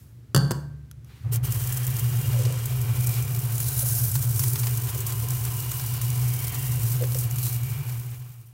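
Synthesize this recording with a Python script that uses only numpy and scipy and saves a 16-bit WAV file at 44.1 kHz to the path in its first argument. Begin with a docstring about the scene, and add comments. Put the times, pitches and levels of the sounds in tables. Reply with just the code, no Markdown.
"""Over a faint hum and hiss, a metal housing with a wire grid clatters onto a tiled bathroom floor.
After two clicks and a rustle the low, wavering hum steps up abruptly, and carries on beneath a hand
shower that spits once and runs: drops sizzle on the wires and drum on the sheet metal.
The drain glugs, the shell bumps twice and everything fades away.
One microphone, close to the housing, mono, with the short echo of the tiles behind."""
import sys
import numpy as np
from scipy import signal
from scipy.fft import rfft, irfft, next_fast_len
from scipy.io import wavfile
from scipy.ndimage import uniform_filter1d

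SR = 44100
rng = np.random.default_rng(int(sys.argv[2]) if len(sys.argv) > 2 else 0)


def master_out(mix):
    """Clip the mix to full scale and print it as 16-bit PCM to the path in sys.argv[1]."""
    frames = np.transpose(np.atleast_2d(mix))
    ceiling = np.clip(frames, -1, 1)
    pcm = np.round(ceiling * 32767).astype(np.int16)
    wavfile.write(sys.argv[1], SR, pcm)


N = 376164
T = np.arange(N) / SR


def undb(db):
    """Decibels to gain."""
    return 10 ** (np.asarray(db) / 20)


def unit(x):
    """Scale to rms 1."""
    return x / np.sqrt(np.mean(x ** 2) + 1e-18)


def curve(rows):
    """A (t/s, value) table at every sample."""
    return np.interp(T, *np.transpose(rows))


def ramp(start, length):
    """Rise from 0 to 1 over length seconds."""
    return np.clip((T - start) / length, 0, 1)


def passing(s, half):
    """A bell from 0 to 1 and back, centred on time s."""
    return np.exp(-((T - s) / half) ** 2)


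def colour(x, points):
    """Causal filter through (f/Hz, level/dB) points, falling steeply above the last one."""
    hz, db = np.transpose(points)
    size = 2 * next_fast_len(len(x))
    f = np.maximum(np.arange(size // 2 + 1) * SR / size, 1)
    skirt_db = -30 * np.clip(np.log2(f / hz[-1]), 0, 2)
    gain = undb(np.interp(np.log(f), np.log(hz), db) + skirt_db)
    cepstrum = irfft(np.log(gain))
    cepstrum[1:size // 2] *= 2  # fold to minimum phase
    cepstrum[size // 2 + 1:] = 0
    return irfft(rfft(x, size) * np.exp(rfft(cepstrum)))[:len(x)]


def noise(points):
    """Noise of rms 1, coloured by (f/Hz, level/dB) points."""
    return unit(colour(rng.standard_normal(N), points))


def walk(rate):
    """Smooth random drift of rms 1, turning rate times a second."""
    hold = max(int(SR / rate), 1)
    steps = np.repeat(rng.standard_normal(N // hold + 1), hold)
    return unit(uniform_filter1d(steps, hold)[:N])


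def strikes(times, db):
    """One impulse for each event."""
    return np.bincount((np.asarray(times) * SR).astype(int), undb(db), N)[:N]


def convolve(x, response):
    """Play x through a response."""
    return signal.fftconvolve(x, response)[:N]


def decay(t60):
    """One second of exponential decay."""
    return np.exp(-np.log(1000) * T[:SR] / t60)


def ring(modes):
    """Response of (f/Hz, level/dB, t60/s) modes to one blow."""
    return sum(undb(db) * decay(t60) * np.sin(2 * np.pi * hz * T[:SR]) for hz, db, t60 in modes)


# bathroom air: f/Hz, level/dB
AIR_SPECTRUM = [(25, -31.5), (65, 15.5), (170, 0.5), (280, -3), (800, -24), (1500, -21.5), (2500, -25.5),
                (15500, -33)]


def room_tone(air_db=-52):
    """The quiet of the bathroom, mostly bass."""
    return undb(air_db) * noise(AIR_SPECTRUM)


def scuff(scuff_db=-59, sag_db_per_s=75):
    """A faint hiss of handling dies away before the knock."""
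    hiss = noise([(1000, -1.5), (4000, -4), (7000, -1), (15000, 3)])
    return undb(scuff_db - sag_db_per_s * T) * hiss


# the hum once it has stepped up, and the rumble below it: t/s, level/dB
HUM_LEVELS = [(1.25, -23.5), (1.4, -24), (1.76, -28), (1.95, -24), (2.47, -21.5), (2.6, -29.5),
              (2.85, -22.5), (3.8, -27.5), (4.03, -23.5), (4.55, -23.5), (5.05, -29.5), (5.3, -26.5),
              (5.75, -30.5), (6.25, -23), (6.53, -31), (6.75, -23.5), (7.85, -28)]
RUMBLE_LEVELS = [(1.15, -62), (1.25, -39), (5.0, -40.5), (6.7, -40), (7.85, -47.5)]
# their spectra: f/Hz, level/dB
HUM_SPECTRUM = [(80, -39.5), (100, -17.5), (113, -5), (122, 2.5), (130, -8), (145, -19.5), (165, -37.5),
                (185, -55.5)]
RUMBLE_SPECTRUM = [(20, -30.5), (40, -20.5), (55, -1.5), (67, 7), (80, 4.5), (100, -12), (150, 4.5),
                   (200, -47)]


def hum(idle_db=-47.5, step_s=1.232, rise_s=0.0137, steadiness=0.81, rush_db=-28):
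    """A narrow, wavering low hum idles, then steps up abruptly with a soft rush and a deep rumble."""
    tone = noise(HUM_SPECTRUM)
    envelope = np.sqrt(uniform_filter1d(tone ** 2, size=3000) + 1e-9)
    tone = unit(tone / envelope ** steadiness)  # evens out most of the wavering
    rush = noise([(120, -15), (250, 10.5), (400, 4.5), (1000, -1), (2300, -8.5), (4000, -36),
                  (9000, -35)])
    level_db = idle_db + ramp(step_s, rise_s) * (curve(HUM_LEVELS) - idle_db)
    rumble = undb(curve(RUMBLE_LEVELS)) * noise(RUMBLE_SPECTRUM)
    return undb(level_db) * (tone + undb(rush_db) * rush) + rumble


# reverberation of the bathroom: f/Hz, t60/s
ROOM_DECAY = [(150, 0.59), (500, 0.52), (1500, 0.47), (5000, 0.39), (14000, 0.45)]


def tiles(x):
    """Diffuse echo off the tiled walls; the bass lasts longest."""
    hz, t60 = np.transpose(ROOM_DECAY)
    edges = np.geomspace(120, 16000, 8)
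    tail = 0
    for lo, hi in zip(edges, edges[1:]):
        bandpass = signal.butter(2, [lo, hi], "band", fs=SR, output="sos")
        band = signal.sosfilt(bandpass, rng.standard_normal(SR))
        tail = tail + band * decay(np.interp(np.sqrt(lo * hi), hz, t60))
    tail = tail * np.minimum(T[:SR] / 0.012, 1)
    return convolve(x, tail / np.sqrt(np.sum(tail ** 2)))


# blows on the floor, close by: t/s, crack/dB, clack/dB, housing ring/dB, grid ring/dB, thump/dB
BLOWS = [(0.3468, 1.5, 6, -2.5, -2.5, 0), (.3628, -1, 3.5, -10, -16, -3.5),
         (0.3754, -7, -13, -31, -25, 1.5), (0.5086, -8, -0.5, -22, -25, -27),
         (0.516, -10, -12, -26, -41, -7)]
# bright crack of metal on tile, hollow clack of damped sheet metal: f/Hz, level/dB
CRACK_SPECTRUM = [(1500, -26), (2500, -25), (2900, 3), (3220, -9), (3500, 0), (3900, -19), (4400, 4),
                  (4820, 6), (5150, -5), (5700, -7), (6250, 3.5), (6820, -12), (7250, 0), (7650, 1.5),
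                  (8100, -10), (8600, -1), (10000, -5), (15500, -8)]
CLACK_SPECTRUM = [(130, -21), (210, 15.5), (400, 8), (560, 1), (780, 2.5), (1150, 4.5), (1400, -2),
                  (1750, 1.5), (2300, -31)]
# modes of the housing, its grid (close pairs that beat) and its slow flexing: f/Hz, level/dB, t60/s
HOUSING_MODES = [(176.7, 6, 0.63), (206, -6, .4), (248, -10, .8), (319, -9.5, 0.8), (384, -12, 0.37),
                 (424, -14, .8), (457, -15, .5), (548, -9.5, 0.61), (694, -16, .7), (806, -17, .55),
                 (1050, -20, .45), (1110, -10.5, 0.58), (1292, -19, .5)]
GRID_MODES = [(1567, -4, .8), (1598, -15, .5), (1660, -22, .4), (1868, -23, .5), (2875, -14.5, .35),
              (3106, -23, .5), (3321, -20, .5), (3488, -17, .55), (4301, -21, .4), (4365, -9, .38),
              (4506, .5, .44), (4565, -3.5, .42), (4756, -4, .34), (4822, -8, .32), (5809, -21, .25),
              (6185, -20, .2), (7500, -22, .25), (8371, -17, .18)]
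FLEX_MODES = [(132.8, 0.5, 0.38), (144.8, -8, 1.29), (114.8, -16.5, 1.7), (70, -18.5, 2.5)]
# finer sheet modes blurred into a thud, loose wires shivering together: f/Hz, level/dB
SHEET_SPECTRUM = [(150, -20), (260, 4), (400, 6), (600, -5.5), (900, -1), (1150, -5), (1400, -2),
                  (1750, -3), (2200, -23)]
SHIVER_SPECTRUM = [(2500, -35), (2900, -22), (3200, -24), (3500, -13), (3900, -45), (4350, -9), (4550, 2),
                   (4850, -5), (5100, -28), (9000, -37)]


def knocks(room_db=-8.5):
    """The housing lands and settles: each blow cracks, rings sheet metal and grid, flexes the shell."""
    times, crack_db, clack_db, housing_db, grid_db, thump_db = np.transpose(BLOWS)
    crack = undb(-17) * convolve(strikes(times, crack_db), decay(0.025)) * noise(CRACK_SPECTRUM)
    clack = undb(-18) * convolve(strikes(times, clack_db), decay(0.029)) * noise(CLACK_SPECTRUM)
    housing_hits, grid_hits = strikes(times, housing_db), strikes(times, grid_db)
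    housing = undb(-27) * convolve(housing_hits, ring(HOUSING_MODES))
    grid = undb(-30) * convolve(grid_hits, ring(GRID_MODES))
    thud = undb(-37) * convolve(housing_hits, decay(0.63)) * noise(SHEET_SPECTRUM)
    shiver = undb(-33) * convolve(grid_hits, decay(0.28)) * noise(SHIVER_SPECTRUM)
    flex = undb(-16) * convolve(strikes(times, thump_db), ring(FLEX_MODES))
    contact = crack + clack
    echo = colour(tiles(contact), [(200, -2.5), (1400, 0.5), (2500, -3), (6000, -4.5), (14000, -6)])
    # the knocks carry little deep bass, below about 90 Hz
    low_cut = signal.butter(4, 92, "high", fs=SR, output="sos")
    body = signal.sosfilt(low_cut, housing + grid + flex + contact)
    return body + thud + shiver + undb(room_db) * echo


# light clicks near the microphone: t/s, level/dB
CLICK_HITS = [(0.913, 3), (1.046, -8.5)]
# their spectrum: f/Hz, level/dB
CLICK_SPECTRUM = [(300, -13), (900, -13), (1350, 7), (2100, -22), (3200, 0), (4300, -11), (5900, 3),
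                  (8000, -12), (11000, 3), (15000, -6)]


def clicks(click_db=-41, t60=0.014, room_db=-21):
    """Small, nearly dry clicks as things are handled."""
    hits = strikes(*np.transpose(CLICK_HITS))
    direct = undb(click_db) * convolve(hits, decay(t60)) * noise(CLICK_SPECTRUM)
    return direct + undb(room_db) * tiles(direct)


def rustle(start=1.083, rise_s=0.013, sag_db_per_s=45, rustle_db=-59.5):
    """A soft rustle as the hand takes up the shower head."""
    level_db = rustle_db - sag_db_per_s * np.maximum(T - start - rise_s, 0)
    rub = noise([(600, -13), (1200, -5), (2100, 1), (3000, -4), (4000, -3), (6500, -16), (15000, -25)])
    return undb(level_db) * ramp(start, rise_s) * rub


# shower trigger, a short spit and then the rinse: opens/s, shuts/s, surge/dB
TRIGGER = [(1.31, 1.362, 5.5), (1.425, 9, 3)]


def flow(dribble_db=-39.5, open_s=0.019, drain_s=0.018, shut_db_per_s=1000):
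    """Water through the valve, 1 when steady; each squeeze surges as the stored pressure drains."""
    water = undb(dribble_db) * ramp(1.042, 0.039) ** 2  # the valve leaks under the thumb
    for opens, shuts, surge_db in TRIGGER:
        excess_db = surge_db * np.exp(-np.maximum(T - opens - open_s, 0) / drain_s)
        closing_db = shut_db_per_s * np.maximum(T - shuts, 0)
        water = water + ramp(opens, open_s) ** 2 * undb(excess_db - closing_db)
    return water


# how hard the roaming jet hits the wires: t/s, level/dB
JET_AIM = [(1.46, -35), (2.15, -37.5), (2.4, -36), (2.92, -41.5), (3.01, -35.5), (3.16, -35.5), (3.26, -37),
           (3.5, -38), (3.63, -32.5), (3.74, -33.5), (3.8, -30.5), (3.95, -31), (4.14, -32.5), (4.3, -34.5),
           (4.42, -31.5), (4.6, -34), (5.0, -37.5), (5.4, -35), (6.4, -36), (6.9, -34.5), (7.0, -38),
           (7.11, -38), (7.2, -32), (7.29, -41), (7.37, -39.5), (7.45, -33.5), (7.55, -35.5), (7.62, -44),
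           (7.68, -39), (7.75, -41.5), (7.8, -45.5), (7.9, -40.5), (8.2, -42.5)]
# instants when it slips between the bars: t/s, dip/dB
JET_SLIPS = [(1.495, -7), (3.845, -4.5), (4.2, -2), (4.93, -3), (5.04, -6), (5.272, -3.5), (6.0, -6.5),
             (6.52, -2.5)]


def jet_force(slip_half_s=0.019):
    """Strength of the jet on the wires: its aim times the flow, dipping at each slip."""
    dips_db = sum(db * passing(s, slip_half_s) for s, db in JET_SLIPS)
    return undb(curve(JET_AIM) + dips_db) * flow()


def resonances(rows, roam_db, rate):
    """Resonances stirred by the water; each swells as the jet passes and wavers on its own."""
    total = 0
    for hz, width, db, s, half, swell_db in rows:
        peak = signal.iirpeak(hz, hz / width, fs=SR)
        mode = unit(signal.lfilter(*peak, rng.standard_normal(N)))
        total = total + mode * undb(db + swell_db * passing(s, half) + roam_db * walk(rate))
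    return total


def spatter(rate=90, size=0.19, t60=0.045):
    """Gain of the spray: small slugs of water lift it at once and die away."""
    slugs = (rng.random(N) < rate / SR) * np.minimum(rng.exponential(size=N), 2)
    return 1 + size * convolve(slugs, decay(t60))


# spray and fizz on the grid, close up: f/Hz, level/dB
SPRAY_SPECTRUM = [(1800, -37), (3200, -18), (4500, -8.5), (6300, -5), (8500, -2), (11000, -3), (13500, 3.5),
                  (15500, 3)]
FIZZ_SPECTRUM = [(3000, -32), (5200, -6), (6000, -1), (6800, -5.5), (8500, 2), (10600, 4.5), (11600, -0.5),
                 (12500, -1), (15500, -6)]
# wet wire resonances: f/Hz, width/Hz, level/dB, jet passes/s, half length/s, swell/dB
WIRE_BANDS = [(4030, 220, -36, 3.72, .22, 15), (6700, 500, -31, 3.86, .25, 15),
              (10700, 510, -25.5, 3.75, 0.5, 19.5), (12600, 800, -25, 3.9, 0.39, 18),
              (14800, 900, -21, 3.7, .35, 11), (4000, 240, -36.5, 7.47, 0.092, 22),
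              (4430, 360, -34, 7.4, 0.21, 20), (9650, 800, -25, 8.5, 0.16, 21),
              (11900, 650, -16.5, 7.5, 0.33, 11)]
# treble lost behind the shower head: f/Hz, level/dB
HEAD_SHADOW = [(8000, 1), (11500, -3.5), (13500, -4), (15500, -9)]


def sizzle(jet_db=-0.4, drops_per_s=4000, spread_db=2, mist_db=-1, clump_db=1.96, square_hit_db=-32.5):
    """Thousands of droplets tick on the wires in clumps over a fine mist."""
    sizes = undb(spread_db * np.minimum(rng.exponential(size=N), 6))
    drops = (rng.random(N) < drops_per_s / SR) * sizes * rng.choice([-1, 1], N)
    mist = undb(mist_db) * rng.standard_normal(N)
    spray = unit(colour(unit(drops) + mist, SPRAY_SPECTRUM))
    clumps = unit(undb(clump_db * walk(200)) * spatter())
    force = jet_force()
    # the more squarely the jet hits, the more the wires fizz
    fizz = undb(-4 - square_hit_db) * force * noise(FIZZ_SPECTRUM)
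    wires = resonances(WIRE_BANDS, roam_db=3.5, rate=9)
    dull_taps = undb(-22) * noise([(300, 16.5), (900, -5.5), (2500, -4), (5000, 1), (9000, -28)])
    hiss = undb(jet_db) * force * clumps * (spray + fizz + wires + dull_taps)
    hidden = passing(2.5, 0.13)  # the shower head passes in front of the jet
    return (1 - hidden) * hiss + hidden * colour(hiss, HEAD_SHADOW)


# water on the sheet metal: t/s, level/dB
WASH_LEVELS = [(1.6, -47), (2.4, -46), (2.8, -47), (3.08, -47.5), (3.16, -45), (3.24, -49), (3.45, -49),
               (3.8, -48), (4.25, -51), (4.65, -46.5), (6.6, -47), (7.3, -50), (7.85, -50.5)]
# its spectrum: f/Hz, level/dB
WASH_SPECTRUM = [(100, 0), (200, 0), (260, -7.5), (340, 3.5), (390, 6), (500, -0.5), (630, -9.5), (730, 2),
                 (860, 0.5), (1100, 2), (1800, -2.5), (3000, -1.5), (3400, -4), (5000, -6.5), (15000, -7.5)]
# wet panel resonances: f/Hz, width/Hz, level/dB, jet passes/s, half length/s, swell/dB
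PANEL_BANDS = [(253, 19, -22.5, 6.65, 0.29, 21.5), (398.6, 24, -12.5, 3.5, 2.2, 7.5),
               (690, 50, -24.5, 3.7, 0.98, 18.5), (733, 26, -15.5, 6.2, 1.6, 5),
               (1011, 33, -13.5, 5.7, 1.5, 8), (1343, 90, -20.5, 3.76, 0.95, 10.5),
               (1546, 76, -16, 4.02, 0.62, 12), (1875, 40, -19.5, 6.65, 0.19, 13),
               (2065, 47, -21, 6.6, 0.3, 17), (2250, 50, -22, 6.4, 0.43, 17),
               (2368, 44, -11, 3.16, 0.28, 10), (2340, 110, -22.5, 7.72, 0.64, 19),
               (4650, 1400, -23, 5.96, 0.48, 22), (4260, 2300, -25, 3.16, 0.068, 27),
               (509, 12, -19.5, 2.4, 2, 8), (1820, 450, -24.5, 1.87, 0.79, 17.5),
               (945, 170, -23.5, 7.9, 0.16, 21.5), (2843, 30, -15.5, 2.2, 1.3, 8.5),
               (2780, 43, -21, 6.66, .2, 21.5), (2850, 110, -20.5, 7.54, 0.71, 15),
               (2876, 32, -16.5, 5.7, 0.7, 12.5), (3190, 40, -23.5, 1.9, 1.7, 15.5),
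               (3124, 48, -16.5, 6.5, 0.31, 11.5)]


def wash(drum_db=3, panel_db=-1, patter_db=1.66, flow_exponent=0.43):
    """Water drums on the sheet metal; the panel resonances take turns as the jet roams."""
    water = flow()
    drumming = undb(drum_db) * noise(WASH_SPECTRUM) * unit(undb(patter_db * walk(60)))
    panels = undb(panel_db) * resonances(PANEL_BANDS, roam_db=1.5, rate=4) * np.sqrt(water)
    return (drumming + panels) * undb(curve(WASH_LEVELS)) * water ** flow_exponent


# the fattest drops on the wires: t/s, spray/dB, tap/dB, t60/s
FAT_DROPS = [(1.522, -25, -46, 0.033), (1.673, -30, -52, .03), (1.724, -26.5, -52, 0.045),
             (1.772, -25.5, -48, 0.041), (1.8672, -25.5, -50, .03), (1.966, -27, -40, .03),
             (1.994, -25, -48, 0.033), (2.4513, -36, -32, 0.048), (2.5235, -33, -45, .03),
             (2.656, -26.5, -44, 0.037), (2.814, -31, -50, 0.044), (3.0708, -22.5, -46, 0.028),
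             (3.2234, -30, -55, .04), (3.348, -31, -37, 0.034), (3.391, -27, -48, 0.016),
             (3.58, -24.5, -52, 0.02), (3.602, -23, -36, .03), (3.8576, -27, -42, 0.055),
             (4.059, -32, -48, .025), (4.115, -27, -48, 0.033), (4.154, -25, -31.5, 0.052),
             (4.225, -27, -39, 0.061), (4.393, -22.5, -32.5, 0.064), (4.4364, -23.5, -29, 0.039),
             (4.5334, -24.5, -48, 0.02), (4.5568, -40, -29, 0.033), (4.6325, -38, -29.5, .035),
             (4.669, -28, -29, 0.035), (4.7725, -28.5, -52, 0.044), (4.946, -31, -43, .06),
             (5.004, -29, -48, 0.07), (5.0656, -26, -42, 0.077), (5.122, -29.5, -41, .05),
             (5.286, -24, -50, 0.013), (5.3052, -25, -43, 0.022), (5.4505, -25, -37, 0.031),
             (5.7167, -25, -32, .03), (5.796, -35, -32.5, .03), (6.014, -28.5, -37, 0.061),
             (6.545, -29.5, -39, 0.069), (7.022, -29, -44, .025), (7.037, -45, -32, 0.033),
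             (7.121, -29, -34, 0.015), (7.146, -29, -34.5, .035), (7.187, -25.5, -50, .04),
             (7.311, -26, -48, 0.014), (7.358, -29, -43, 0.022), (7.3842, -26, -36, .025),
             (7.429, -30, -38, .04), (7.4655, -29, -32.5, 0.044), (7.5256, -32, -46, .035),
             (7.633, -34, -43, 0.025), (7.8933, -37, -40, .04)]


def splats(spray_db=2, tap_db=-1, rise_s=0.00049):
    """Fat drops tap the bars and burst into a brief spray."""
    sprays, taps = np.zeros((2, N + SR))
    for s, spray, tap, t60 in FAT_DROPS:
        burst = decay(t60) * np.minimum(T[:SR] / rise_s, 1)
        burst /= burst.max()
        start = int(s * SR)
        sprays[start:start + SR] += undb(spray + spray_db) * burst
        taps[start:start + SR] += undb(tap + tap_db) * burst
    hiss = noise([(1000, -39), (4000, -8.5), (7000, 9.5), (10000, 9.5), (15500, 13)])
    knock = noise([(150, -10), (450, -13), (1000, 0.5), (3000, -4), (5500, 2.5), (9000, -16),
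                   (15500, -19)])
    return sprays[:N] * hiss + taps[:N] * knock


# air pockets down in the drain: t/s, f/Hz, level/dB, length/s
AIR_POCKETS = [(2.331, 575, -13, 0.047), (2.381, 518, -6, 0.031), (2.404, 480, -12, 0.023),
               (2.449, 493, -3.5, 0.023), (2.498, 504, -4, 0.018), (2.526, 530, -16, 0.023),
               (2.70, 670, -12, 0.012), (3.826, 553, -11, 0.017), (4.945, 534, -15, 0.028),
               (5.232, 463, -13, 0.022)]


def glugs(glug_db=-29, sag=0.13, roughness=0.53, room_db=-11):
    """Air pockets ring briefly and unevenly in the drain, sagging a little in pitch."""
    direct = np.zeros(N)
    for s, hz, db, length in AIR_POCKETS:
        age = np.linspace(0, 1, int(length * SR))
        phase = 2 * np.pi * np.cumsum(hz * (1 - sag * (age - .5))) / SR
        envelope = np.sqrt(np.abs(np.sin(np.pi * age)))
        start = int(s * SR)
        direct[start:start + len(age)] += undb(db + glug_db) * envelope * np.sin(phase)
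    direct *= 1 + roughness * walk(300)
    return direct + undb(room_db) * tiles(direct)


# the shell touching the floor: t/s, level/dB
BUMP_HITS = [(7.009, -2.5), (7.021, 2), (7.036, -2), (7.152, -4.5)]
# its hollow ring: f/Hz, level/dB, t60/s
CAVITY_MODES = [(390, -6, .12), (498, 2, 0.1), (528, -3.5, .1), (590, -11, .07)]


def bumps(bump_db=-29, contact_s=0.0028, room_db=-19):
    """The held shell rocks on the tiles: soft contacts ring its cavity briefly."""
    soft_ring = ring(CAVITY_MODES) * np.minimum(T[:SR] / contact_s, 1)
    direct = undb(bump_db) * convolve(strikes(*np.transpose(BUMP_HITS)), soft_ring)
    return direct + undb(room_db) * tiles(direct)


def scene(fade_from_s=7.85, fade_db_per_s=20, fade_db_per_s2=16.5):
    """All sources at one close microphone, alike in both channels; the end fades ever faster."""
    rinse = sizzle() + splats() + wash() + glugs() + bumps()
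    handling = knocks() + clicks() + scuff() + rustle()
    age = np.maximum(T - fade_from_s, 0)
    ending = undb(-fade_db_per_s * age - fade_db_per_s2 * age ** 2)
    lingering = ending ** 0.96  # the hum fades a little slower than the water
    mono = handling + ending * (rinse + room_tone()) + lingering * hum()
    return np.array([mono, mono])


def record(dry, low_hz=38, peak_limit=0.52, top_hz=15750):
    """The recorder drops the deepest bass, rounds off the loudest peaks and cuts the top."""
    lean = signal.sosfilt(signal.butter(3, low_hz, "high", fs=SR, output="sos"), dry)
    rounded = lean / (1 + (lean / peak_limit) ** 4) ** .25
    return signal.sosfilt(signal.ellip(10, .2, 80, top_hz, fs=SR, output="sos"), rounded)


dry = scene()
out = record(dry)
master_out(out)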